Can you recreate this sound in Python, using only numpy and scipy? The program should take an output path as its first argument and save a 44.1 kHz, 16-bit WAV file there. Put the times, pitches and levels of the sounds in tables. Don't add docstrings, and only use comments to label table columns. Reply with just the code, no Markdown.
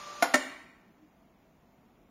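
import sys
import numpy as np
from scipy import signal
from scipy.fft import rfft, irfft
from scipy.io import wavfile
from scipy.ndimage import uniform_filter1d

SR = 44100
rng = np.random.default_rng(int(sys.argv[2]) if len(sys.argv) > 2 else 0)


def volts(x):
    e = np.asarray(x, float) / 20
    return 10 ** e


def unload_wav(signal):
    wavfile.write(
        sys.argv[1],
        SR,
        np.round(np.clip(np.atleast_2d(signal).T, -1, 1) * 32767).astype(np.int16),
    )


N = 92610

# step_rate_multiple [x], level_db [dB]
WHINE_PARTIALS = [
    (1, -57),
    (2, -48),
    (7, -71.5),
    (8, -74.5),
    (15, -81),
]
# freq_hz [Hz], density_db [dB per Hz]
GEAR_SPECTRUM = [(59, -51), (100, -24.5), (1090, -13), (1180, -8.5), (1620, -18.5), (6950, -21),
                 (7890, -41), (8580, -33.5), (15500, -42)]
# freq_hz [Hz], density_db [dB per Hz]
HUM_SPECTRUM = [(15, -33), (25, -10.5), (82, -9.5), (102, -11), (206, 0.5), (528, -8.5), (648, -4.5),
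                (838, -6), (1500, -10), (1950, -57), (3300, -120)]
# freq_hz [Hz], density_db [dB per Hz]
HISS_SPECTRUM = [(880, -37), (1500, -10.5), (1580, -2), (2180, -0.5), (4570, -12.5), (6910, -11),
                 (8170, -23), (12100, -14), (15800, -13)]
# start_s [s], length_s [s], pitch_hz [Hz], width_hz [Hz], level_db [dB]
DUCT_SWELLS = [
    (.92, .16, 310, 14, -64),
    (1.12, .2, 660, 25, -73),
    (1.41, .2, 655, 14, -71),
    (1.62, .13, 680, 40, -71),
    (1.3, .1, 235, 30, -68),
    (1.82, .1, 210, 30, -69),
]
# time_s [s], level_db [dB], contact_length_ms [ms]
FIRST_CONTACTS = [
    (0.2215, -38.5, .08),
    (0.2237, -31.5, .07),
    (0.2245, -13, .09),
    (.2265, -18, 0.18),
    (.2294, -31.5, 0.033),
    (.2335, -29, 0.34),
    (.2368, -14.5, 0.29),
    (.2415, -21, 0.11),
    (.2480, -23.5, 0.23),
    (.2570, -25.5, 0.15),
]
SECOND_CONTACTS = [
    (0.3385, -21, 0.12),
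    (0.341, -15.5, .07),
    (0.3434, -14, 0.075),
    (0.3478, -16.5, .13),
    (0.355, -17.5, 0.079),
    (0.3608, -24.5, 0.17),
    (0.3649, -24.5, 0.13),
    (0.373, -31.5, 0.27),
    (.3840, -33.5, 0.3),
]
# pitch_hz [Hz], level_db [dB], t60_s [s]
FIRST_CASE_MODES = [(295, -16.5, .06), (696, -9, 0.058), (685, -20, 0.048), (1083, -15.5, 0.059),
                    (1460, -9, .06), (1757, -9, .05), (2120, -7, 0.043), (2420, -14, .04),
                    (3970, -14.5, .03), (4960, -13.5, .04), (6180, -17, .04), (7063, -2, 0.096),
                    (11664, -21, .03), (12660, -12.5, .03)]
SECOND_CASE_MODES = [(265, -12, 0.086), (597.5, -11.5, 0.062), (740, -14, .05), (1050, -11.5, 0.017),
                     (1366, -7.5, 0.043), (1830.4, -3.5, .04), (2102, -13.5, .04), (2804, -12, 0.034),
                     (3245, -16.5, .03), (4650, -17, .04), (6750, -21, .035), (8900, -18.5, .03),
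                     (9780, -14.5, .05), (13294, -20, .02)]
# freq_hz [Hz], density_db [dB per Hz]
FIRST_RATTLE_SPECTRUM = [(88, -42), (150, -19.5), (686, -1.5), (1300, -11), (1780, -16), (6840, -17),
                         (7990, -28.5), (12000, -20.5), (15800, -68)]
SECOND_RATTLE_SPECTRUM = [(170, -33.5), (270, -12.5), (1100, -9.5), (2300, -13.5), (3500, -19.5),
                          (6700, -13.5), (10500, -27), (15800, -37)]
# level_db [dB], bass_t60_s [s], treble_t60_s [s]
RATTLE_DECAYS = [
    (-6.5, .05, 0.048),
    (-6.5, .045, .03),
]
# freq_hz [Hz], t60_s [s], level_db [dB]
ROOM_DECAY = [(253, 1, -5.5), (500, 0.46, -3.5), (1080, 0.88, -9.5), (2050, 0.87, -5.5), (3000, 0.7, -5.5),
              (5000, 0.21, -1.5), (8000, 0.38, -7), (13200, 0.69, -12.5)]

STEP_HZ, STEP_WOBBLE, WHINE_FLUTTER_DB = 588.6, .001, 1.5
MOTOR_STOP_S, MOTOR_RELEASE_S = 0.2475, 0.0043
GEARS_DB, GEAR_GRIT_DB, GEAR_PULSE = -47.5, 3.5, 0.1
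HUM_DB, HUM_SWELL_DB, HUM_FLICKER_DB, HISS_DB = -63.5, .8, 1.6, -75.5
RATTLE_SPLIT_HZ, RATTLE_GRIT_DB = 1300, 0
ROOM_DELAY_S, ROOM_BUILD_S = 0.0021, 0.0067
CASE_LOW_HZ = 225
CASE_TO_ROOM = .3
MIC_DIP_HZ, MIC_DIP_WIDTH_HZ, MIC_DIP_DB = 8000, 380, -9
CEILING, TOP_HZ = .65, 16000
GATE_FROM_HZ, GATE_BINS, GATE_FRAME = 2400, 6, 2048
GATE_NEAR_DB, GATE_TILT_DB, GATE_ALL_DB = -6, 5.2, -53
GATE_CHANCE_DB, GATE_DEPTH_DB, GATE_ATTACK_DB = 2.8, -35, 9


def set_level(x, db):
    return x * volts(db) / np.sqrt(np.mean(x ** 2))


def gain_at(hz, spectrum):
    points = np.array(spectrum, float)
    freq_hz, db = points[:, 0], points[:, 1]
    return volts(np.interp(np.log(hz + 1e-9), np.log(freq_hz), db, left=db[0] - 20, right=db[-1] - 20))


def colour(x, spectrum):
    return irfft(rfft(x) * gain_at(np.fft.rfftfreq(N, 1 / SR), spectrum), N)


def ring(x, hz, width_hz):
    return signal.lfilter(*signal.iirpeak(hz, hz / width_hz, fs=SR), x)


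def gritty(grit_db):
    size_db = grit_db * np.minimum(rng.exponential(size=N), 2)
    return rng.standard_normal(N) * volts(size_db)


def walk(rate_hz):
    hold = int(SR / rate_hz)
    steps = np.repeat(rng.standard_normal(N // hold + 1), hold)
    return 1.1 * uniform_filter1d(uniform_filter1d(steps, hold), hold)[:N]


def motor(t):
    phase = 2 * np.pi * np.cumsum(STEP_HZ * (1 + STEP_WOBBLE * walk(36))) / SR
    whine = 0
    for multiple, db in WHINE_PARTIALS:
        flutter = volts(db + WHINE_FLUTTER_DB * walk(40))
        whine = whine + np.sqrt(2) * flutter * np.sin(round(multiple) * phase)
    pulse = 1 + GEAR_PULSE * np.cos(phase)
    gears = set_level(colour(gritty(GEAR_GRIT_DB) * pulse, GEAR_SPECTRUM), GEARS_DB)
    run_down = np.exp(-np.clip(t - MOTOR_STOP_S, 0, None) / MOTOR_RELEASE_S)
    return (whine + gears) * run_down


def air(t):
    swell_db, hum = HUM_SWELL_DB * walk(0.83), 0
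    for hz in 30 * 2 ** np.arange(0, 6, .5):
        band = ring(rng.standard_normal(N), hz, hz / 2) / np.sqrt(hz)
        hum = hum + band * volts(swell_db + HUM_FLICKER_DB * walk(22))
    hiss = set_level(colour(rng.standard_normal(N), HISS_SPECTRUM), HISS_DB)
    out = set_level(colour(hum * np.sqrt(2), HUM_SPECTRUM), HUM_DB) + hiss
    for start, length, hz, width, db in DUCT_SWELLS:
        envelope = np.sin(np.pi * np.clip((t - start) / length, 0, 1)) ** .5
        out = out + set_level(ring(rng.standard_normal(N), hz, width), db) * envelope
    return out


def clack(t, contacts, modes):
    share = rng.standard_normal((len(contacts), len(modes)))
    share = np.sign(share) * volts(2 * np.abs(share))
    pushes = [volts(db) * np.exp(-((t - start) * 1000 / ms) ** 2) / ms for start, db, ms in contacts]
    out = 0
    for k, (hz, db, t60) in enumerate(modes):
        drive = sum(push * share[i, k] for i, push in enumerate(pushes))
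        width = np.log(1000) / np.pi / min(t60, .1)
        out = out + volts(db) * ring(drive, hz, width) * 100 / width
    return out


def rattle(t, contacts, decays, spectrum):
    db, t60_low, t60_high = decays
    knocks = set_level(colour(gritty(RATTLE_GRIT_DB), spectrum), db)
    low = signal.sosfilt(signal.butter(2, RATTLE_SPLIT_HZ, fs=SR, output="sos"), knocks)

    def fade(t60, brightness):
        power = 0
        for start, hit_db, ms in contacts:
            onset = np.clip((t - start) / .0007 + .5, 0, 1)
            decay_db = hit_db - 60 * np.clip(t - start, 0, None) / t60
            power = power + onset ** 2 * volts(2 * decay_db) * (.1 / ms) ** brightness
        return np.sqrt(power)

    return low * fade(t60_low, 0) + (knocks - low) * fade(t60_high, 2.3)


def room(x, t):
    late = np.clip(t - ROOM_DELAY_S, 0, None)
    tail = 0
    for hz, t60, db in ROOM_DECAY:
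        octave = set_level(ring(ring(rng.standard_normal(N), hz, hz), hz, hz), db)
        tail = tail + octave * np.sqrt(hz / SR) * 0.027 * volts(-60 * late / t60)
    build = 1 - np.exp(-late / ROOM_BUILD_S)
    return signal.fftconvolve(x, tail * build)[:N]


def scene():
    t = np.arange(N) / SR
    steady = motor(t) + air(t)
    case = clack(t, FIRST_CONTACTS, FIRST_CASE_MODES) + clack(t, SECOND_CONTACTS, SECOND_CASE_MODES)
    loose = rattle(t, FIRST_CONTACTS, RATTLE_DECAYS[0], FIRST_RATTLE_SPECTRUM)
    loose = loose + rattle(t, SECOND_CONTACTS, RATTLE_DECAYS[1], SECOND_RATTLE_SPECTRUM)
    hits = case + loose + room(loose + CASE_TO_ROOM * case, t)
    small_case = signal.butter(3, CASE_LOW_HZ, "high", fs=SR, output="sos")
    return (signal.sosfilt(small_case, hits) + steady)[None]


def microphone(x):
    hz = np.fft.rfftfreq(N, 1 / SR)
    dip = volts(MIC_DIP_DB * np.exp(-((hz - MIC_DIP_HZ) / MIC_DIP_WIDTH_HZ) ** 4))
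    limited = CEILING * np.tanh(x / CEILING)
    return irfft(rfft(limited) * dip * (hz < TOP_HZ), N)


def gate(x):
    hz, _, z = signal.stft(x, SR, nperseg=GATE_FRAME)
    edges = np.arange(0, len(hz), GATE_BINS)
    power = np.add.reduceat(np.abs(z) ** 2, edges) + 1e-20
    band_db = 10 * np.log10(uniform_filter1d(power, size=2, axis=1))
    whole_db = 10 * np.log10(power.sum(0))
    chance = uniform_filter1d(rng.standard_normal(band_db.shape), size=2, axis=1) * np.sqrt(2)
    tilt_db = GATE_TILT_DB * np.minimum(hz[edges] / 7000, 1)[:, None]
    near_db = uniform_filter1d(band_db, size=15, axis=0) + GATE_NEAR_DB + tilt_db
    shut = band_db + GATE_CHANCE_DB * chance < np.maximum(near_db, whole_db + GATE_ALL_DB)
    attack = whole_db - np.roll(whole_db, 1) > GATE_ATTACK_DB
    attack = attack | np.roll(attack, -1)
    shut = shut & ~attack & (hz[edges] > GATE_FROM_HZ)[:, None]
    shut_bins = shut[np.arange(len(hz)) // GATE_BINS]
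    return signal.istft(z * volts(GATE_DEPTH_DB * shut_bins), SR, nperseg=GATE_FRAME)[1][:N]


def top_cut(x):
    return signal.sosfilt(signal.butter(12, 16020, fs=SR, output="sos"), x)


def record(dry):
    mix = gate(microphone(dry[0]))[None]
    return top_cut(mix)


dry = scene()
out = record(dry)
unload_wav(out)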